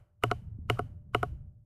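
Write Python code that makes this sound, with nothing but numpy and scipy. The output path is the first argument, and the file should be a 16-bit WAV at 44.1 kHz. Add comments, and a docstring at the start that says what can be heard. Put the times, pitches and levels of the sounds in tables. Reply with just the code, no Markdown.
"""Three sharp clacks sound close by in a quiet room: a finger strikes a mechanical keyboard's spacebar.
Each stroke is a soft touch, a hard clack as the plastic bar bottoms out and a duller one as it springs
back. Every impact excites the damped modes of bar, plate and case; the switch spring rings faintly.
The desk booms under the blows and rumbles with the moving hand; the room answers with a weak tail."""
import sys
import numpy as np
from scipy import signal
from scipy.fft import rfft, irfft, next_fast_len
from scipy.io import wavfile

SR = 44100
rng = np.random.default_rng(int(sys.argv[2]) if len(sys.argv) > 2 else 0)


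def unload_wav(signal):
    """Save mono or channel-first audio to the path in sys.argv[1] as 16-bit WAV at rate SR, clipped to [-1, 1]."""
    wavfile.write(
        sys.argv[1],
        SR,
        np.round(np.clip(np.atleast_2d(signal).T, -1, 1) * 32767).astype(np.int16),
    )


N = 72765
T = np.arange(N) / SR

# The bar bottoms out. Each row: start in seconds, ring level in dB, brightness in dB per octave,
# upper-mode snap in dB, crack level in dB, crack tilt in dB per octave, room in dB, desk boom in dB.
PRESSES = [(0.2364, 1.63, .5, -1.7, -2.5, -2.5, -2, 1), (0.6989, -1.24, -0.8, 4, -2.5, 1, 1.5, 3),
           (1.1470, 2.3, 1, -3.5, -6.5, -6.5, -2, -0.5)]
# The bar springs back to its stop. Each row: as for a press.
RELEASES = [(0.3134, 0.33, -0.31, 4.5, -4.5, -17.5, -8, -14.5),
            (0.7915, -3.5, -2.3, 2.3, -18, -1, -13, -12.5),
            (1.2298, 0.1, 0.64, -3.5, -11, -8.5, -10.5, -12)]
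# Light contacts of finger and loose bar. Each row: start in seconds, level in dB.
TOUCHES = [(0.2242, -36), (.6900, -39), (1.1352, -37), (0.303, -33), (0.768, -41), (0.7858, -30.5),
           (1.2220, -47)]
# Modes of bar, plate and case. Each row: frequency in Hz, T60 in seconds, press and release levels in dB.
MODES = [(250, 0.064, -29, -31.5), (326.2, 0.069, -29.5, -36), (415, 0.044, -18, -21),
         (567, 0.007, -10.5, -14.5), (716, .046, -19.5, -18.5), (930, .03, -29, -38),
         (1039, 0.021, -22, -24), (1122, 0.05, -29.5, -30), (1282, .023, -17, -18),
         (1442, .025, -22, -20.5), (2118, 0.0089, -15.5, -28), (2800, 0.012, -19.5, -37.5),
         (2963, 0.02, -21, -35)]
# Dips in the ring of each clack. Each row: frequency in Hz, width in Hz.
ANTIRESONANCES = [(607, 89), (1651, 110)]
# The contact crack. Each row: frequency in Hz, level in dB.
CRACK_SPECTRUM = [(1000, -25), (2000, -4), (3000, -6), (3800, 3.5), (4900, -6.5), (6000, -1.5), (6800, -8),
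                  (7300, 0), (7800, -11.5), (8700, 2), (10600, -5), (12000, -1.5), (13000, -6),
                  (14000, -12)]
# Modes of the switch spring. Each row: frequency in Hz, level in dB, T60 in seconds.
SPRING_MODES = [(592, -67.5, 1.4), (754, -77.5, 1.3), (1290, -80.5, .5)]
# The spring is set ringing. Each row: start in seconds, level in dB.
TWANGS = [(-.03, -10.5), (.2367, -10.5), (.6995, 3), (1.147, 1.5)]
# The hand bumps the desk. Each row: start in seconds, level in dB, pitch in Hz, T60 in seconds.
BUMPS = [(0.414, -40.5, 176, 0.075), (0.47, -32, 112, 0.12), (0.585, -17.5, 222.3, 0.017),
         (0.819, -28, 126, 0.071), (0.845, -36, 250, 0.027), (0.896, -36.5, 200, .04),
         (1.312, -2.5, 74.5, 0.038), (1.34, -24, 55.6, 0.089), (1.324, -46.5, 324, 0.046)]
# Envelope of the desk rumble. Each row: time in seconds, level in dB.
RUMBLE_LEVEL = [(0, -55), (.06, -69.5), (.2, -65), (.29, -41.5), (.42, -44.5), (.54, -43), (.62, -44),
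                (.72, -40.5), (.88, -43.5), (1.05, -49), (1.25, -40), (1.42, -46), (1.55, -54), (1.65, -60)]
# Colour of the desk rumble. Each row: frequency in Hz, level in dB.
RUMBLE_SPECTRUM = [(20, -12), (35, -4), (55, -3.5), (90, 5), (125, 0), (170, -10.5), (260, -24), (400, -35),
                   (700, -43.5), (1500, -60.5), (3000, -77)]
# Colour of the room's tail and the stem's rub. Each row: frequency in Hz, level in dB.
ROOM_SPECTRUM = [(100, -7.5), (400, 1), (750, 1), (1000, -5), (1400, -3), (1750, -7.5), (2300, -4.5),
                 (2700, -5.5), (2980, 2.5), (3300, -10.5), (5000, -14.5), (9000, -18), (12500, -19.5),
                 (14000, -28)]
# Reverberation time. Each row: frequency in Hz, T60 in seconds.
ROOM_T60 = [(300, .62), (700, 0.54), (1400, .56), (2200, 0.41), (3000, 0.36), (6000, 0.39), (13000, 0.45)]
# Background hiss. Each row: frequency in Hz, level in dB.
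HISS_SPECTRUM = [(100, 6.5), (1000, -2), (3000, -6.5), (13000, -3.5)]


def amp(db):
    """Amplitude grows tenfold for every 20 dB."""
    return 10 ** (np.asarray(db) / 20)


def along(points, hz):
    """Interpolation of (Hz, value) points on a logarithmic frequency axis."""
    f, v = np.transpose(points)
    return np.interp(np.log(hz + 1), np.log(f + 1), v)


def filtered(x, gain):
    """Filtering multiplies the spectrum by a frequency-dependent gain."""
    size = next_fast_len(2 * N)
    return irfft(rfft(x, size) * gain(np.fft.rfftfreq(size, 1 / SR)), size)[:N]


def noise(gain):
    """Filtered white noise takes the colour of the filter; its rms is 1."""
    x = filtered(rng.standard_normal(N), gain)
    return x / x.std()


def shaped_noise(spectrum):
    """A spectral envelope of (Hz, dB) points colours noise of rms 1."""
    return noise(lambda hz: amp(along(spectrum, hz)))


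def fade(t60, t=T):
    """Damping gives exponential decay, 60 dB in t60 seconds."""
    return amp(-60 * t / t60)


def strike(rise_s, t60):
    """A struck vibration builds quickly, then decays exponentially."""
    return (1 - np.exp(-T / rise_s)) * fade(t60)


def sine(hz):
    """Simple harmonic motion, starting at zero displacement."""
    return np.sin(2 * np.pi * hz * T)


def at(start, x):
    """A time shift makes x begin at start seconds, which may be negative."""
    n = round(start * SR)
    return np.pad(x, (max(n, 0), N))[max(-n, 0):][:N]


def room():
    """Reverberation: each clack leaves a diffuse tail, whose treble is absorbed sooner than its bass."""
    earlier_stroke = (-0.17, 0)  # still dying away as the scene opens
    impacts = [(start, room_db) for start, *_, room_db, _ in PRESSES + RELEASES]
    out = np.zeros(N)
    for start, db in [earlier_stroke] + impacts:
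        hz, t, spectra = signal.stft(shaped_noise(ROOM_SPECTRUM), SR, nperseg=256)
        decay = fade(along(ROOM_T60, hz)[:, None], t)
        tail = signal.istft(spectra * decay, SR, nperseg=256)[1][:N]
        build_up = 1 - np.exp(-T / 0.0013)
        out += at(start, amp(db - 52) * tail * build_up)
    return out


def desk():
    """Forced and free vibration: the desk booms under each clack, and thuds and rumbles with the hand."""
    push = amp(-29) * sine(hz=85) * fade(t60=0.05)
    resonance = amp(-22) * sine(hz=116.4) * strike(rise_s=0.018, t60=0.23)
    booms = sum(at(start, amp(db) * (push + resonance)) for start, *_, db in PRESSES + RELEASES)
    bumps = np.zeros(N)
    for start, db, hz, t60 in BUMPS:
        soft_onset = (1 - np.exp(-hz * T)) ** 3
        bumps += at(start, 2 * amp(db) * sine(hz) * fade(t60) * soft_onset)
    rumble_db = np.interp(T, *np.transpose(RUMBLE_LEVEL))
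    return booms + bumps + amp(rumble_db) * shaped_noise(RUMBLE_SPECTRUM)


def spring():
    """Light damping lets the switch spring ring on; successive excitations add in energy."""
    out = np.zeros(N)
    for hz, db, t60 in SPRING_MODES:
        energy = sum(at(start, amp(twang_db) * fade(t60)) ** 2 for start, twang_db in TWANGS)
        out += amp(db) * sine(hz) * np.sqrt(energy)
    return out


def stem_rub():
    """Sliding friction: the switch stem rubs ever louder on its way down and stops as it lands."""
    peak_db, swell_db_per_s = -49.5, 1701
    swell = sum(amp(peak_db - swell_db_per_s * np.abs(landing - T)) * (T < landing)
                for landing, *_ in PRESSES)
    return swell * shaped_noise(ROOM_SPECTRUM)


def touches():
    """Resonance: soft contacts stir only the bar's middle band, with a faint tick."""
    def band(hz, centre_hz=1240, width_octaves=0.17):
        return np.exp(-0.5 * (np.log2((hz + 1) / centre_hz) / width_octaves) ** 2)

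    out = np.zeros(N)
    for start, db in TOUCHES:
        contact = noise(band) + amp(-26.5) * shaped_noise(CRACK_SPECTRUM)
        out += at(start, amp(db) * contact * strike(rise_s=0.003, t60=0.04))
    return out


def clacks(impacts, mode_levels):
    """Impact excitation: the bar hits a stop with a broadband crack, and its damped modes superpose."""
    out = np.zeros(N)
    for start, ring_db, brightness, snap_db, crack_db, tilt, *_ in impacts:
        ring = np.zeros(N)
        for k, ((hz, t60, *_), level) in enumerate(zip(MODES, mode_levels)):
            mode_db = level + brightness * np.log2(hz / 1000) + snap_db * (hz > 1800)
            polarity = (-1) ** k  # neighbouring modes swing in opposite senses
            ring += polarity * amp(mode_db) * sine(hz) * strike(rise_s=0.00021, t60=t60)
        for hz, width in ANTIRESONANCES:
            ring = signal.lfilter(*signal.iirnotch(hz, hz / width, SR), ring)
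        grit = noise(lambda hz: amp(along(CRACK_SPECTRUM, hz) + tilt * np.log2(1 + hz / 6000)))
        crack = amp(crack_db - 27) * grit * strike(rise_s=0.0002, t60=0.013)
        out += at(start, amp(ring_db) * ring + crack)
    return out


def scene():
    """Superposition: faint hiss, room, desk and key add at one close microphone."""
    hiss = amp(-97.5) * shaped_noise(HISS_SPECTRUM)
    background = hiss + room() + desk()
    _, _, press_levels, release_levels = np.transpose(MODES)
    key = spring() + stem_rub() + touches()
    key += clacks(PRESSES, press_levels) + clacks(RELEASES, release_levels)
    return (background + key)[None]


def record(dry):
    """Band limiting: a steep low-pass filter removes the highest treble."""
    cutoff_hz = 13950
    return filtered(dry[0], lambda hz: 1 / np.sqrt(1 + (hz / cutoff_hz) ** 160))[None]


dry = scene()
out = record(dry)
unload_wav(out)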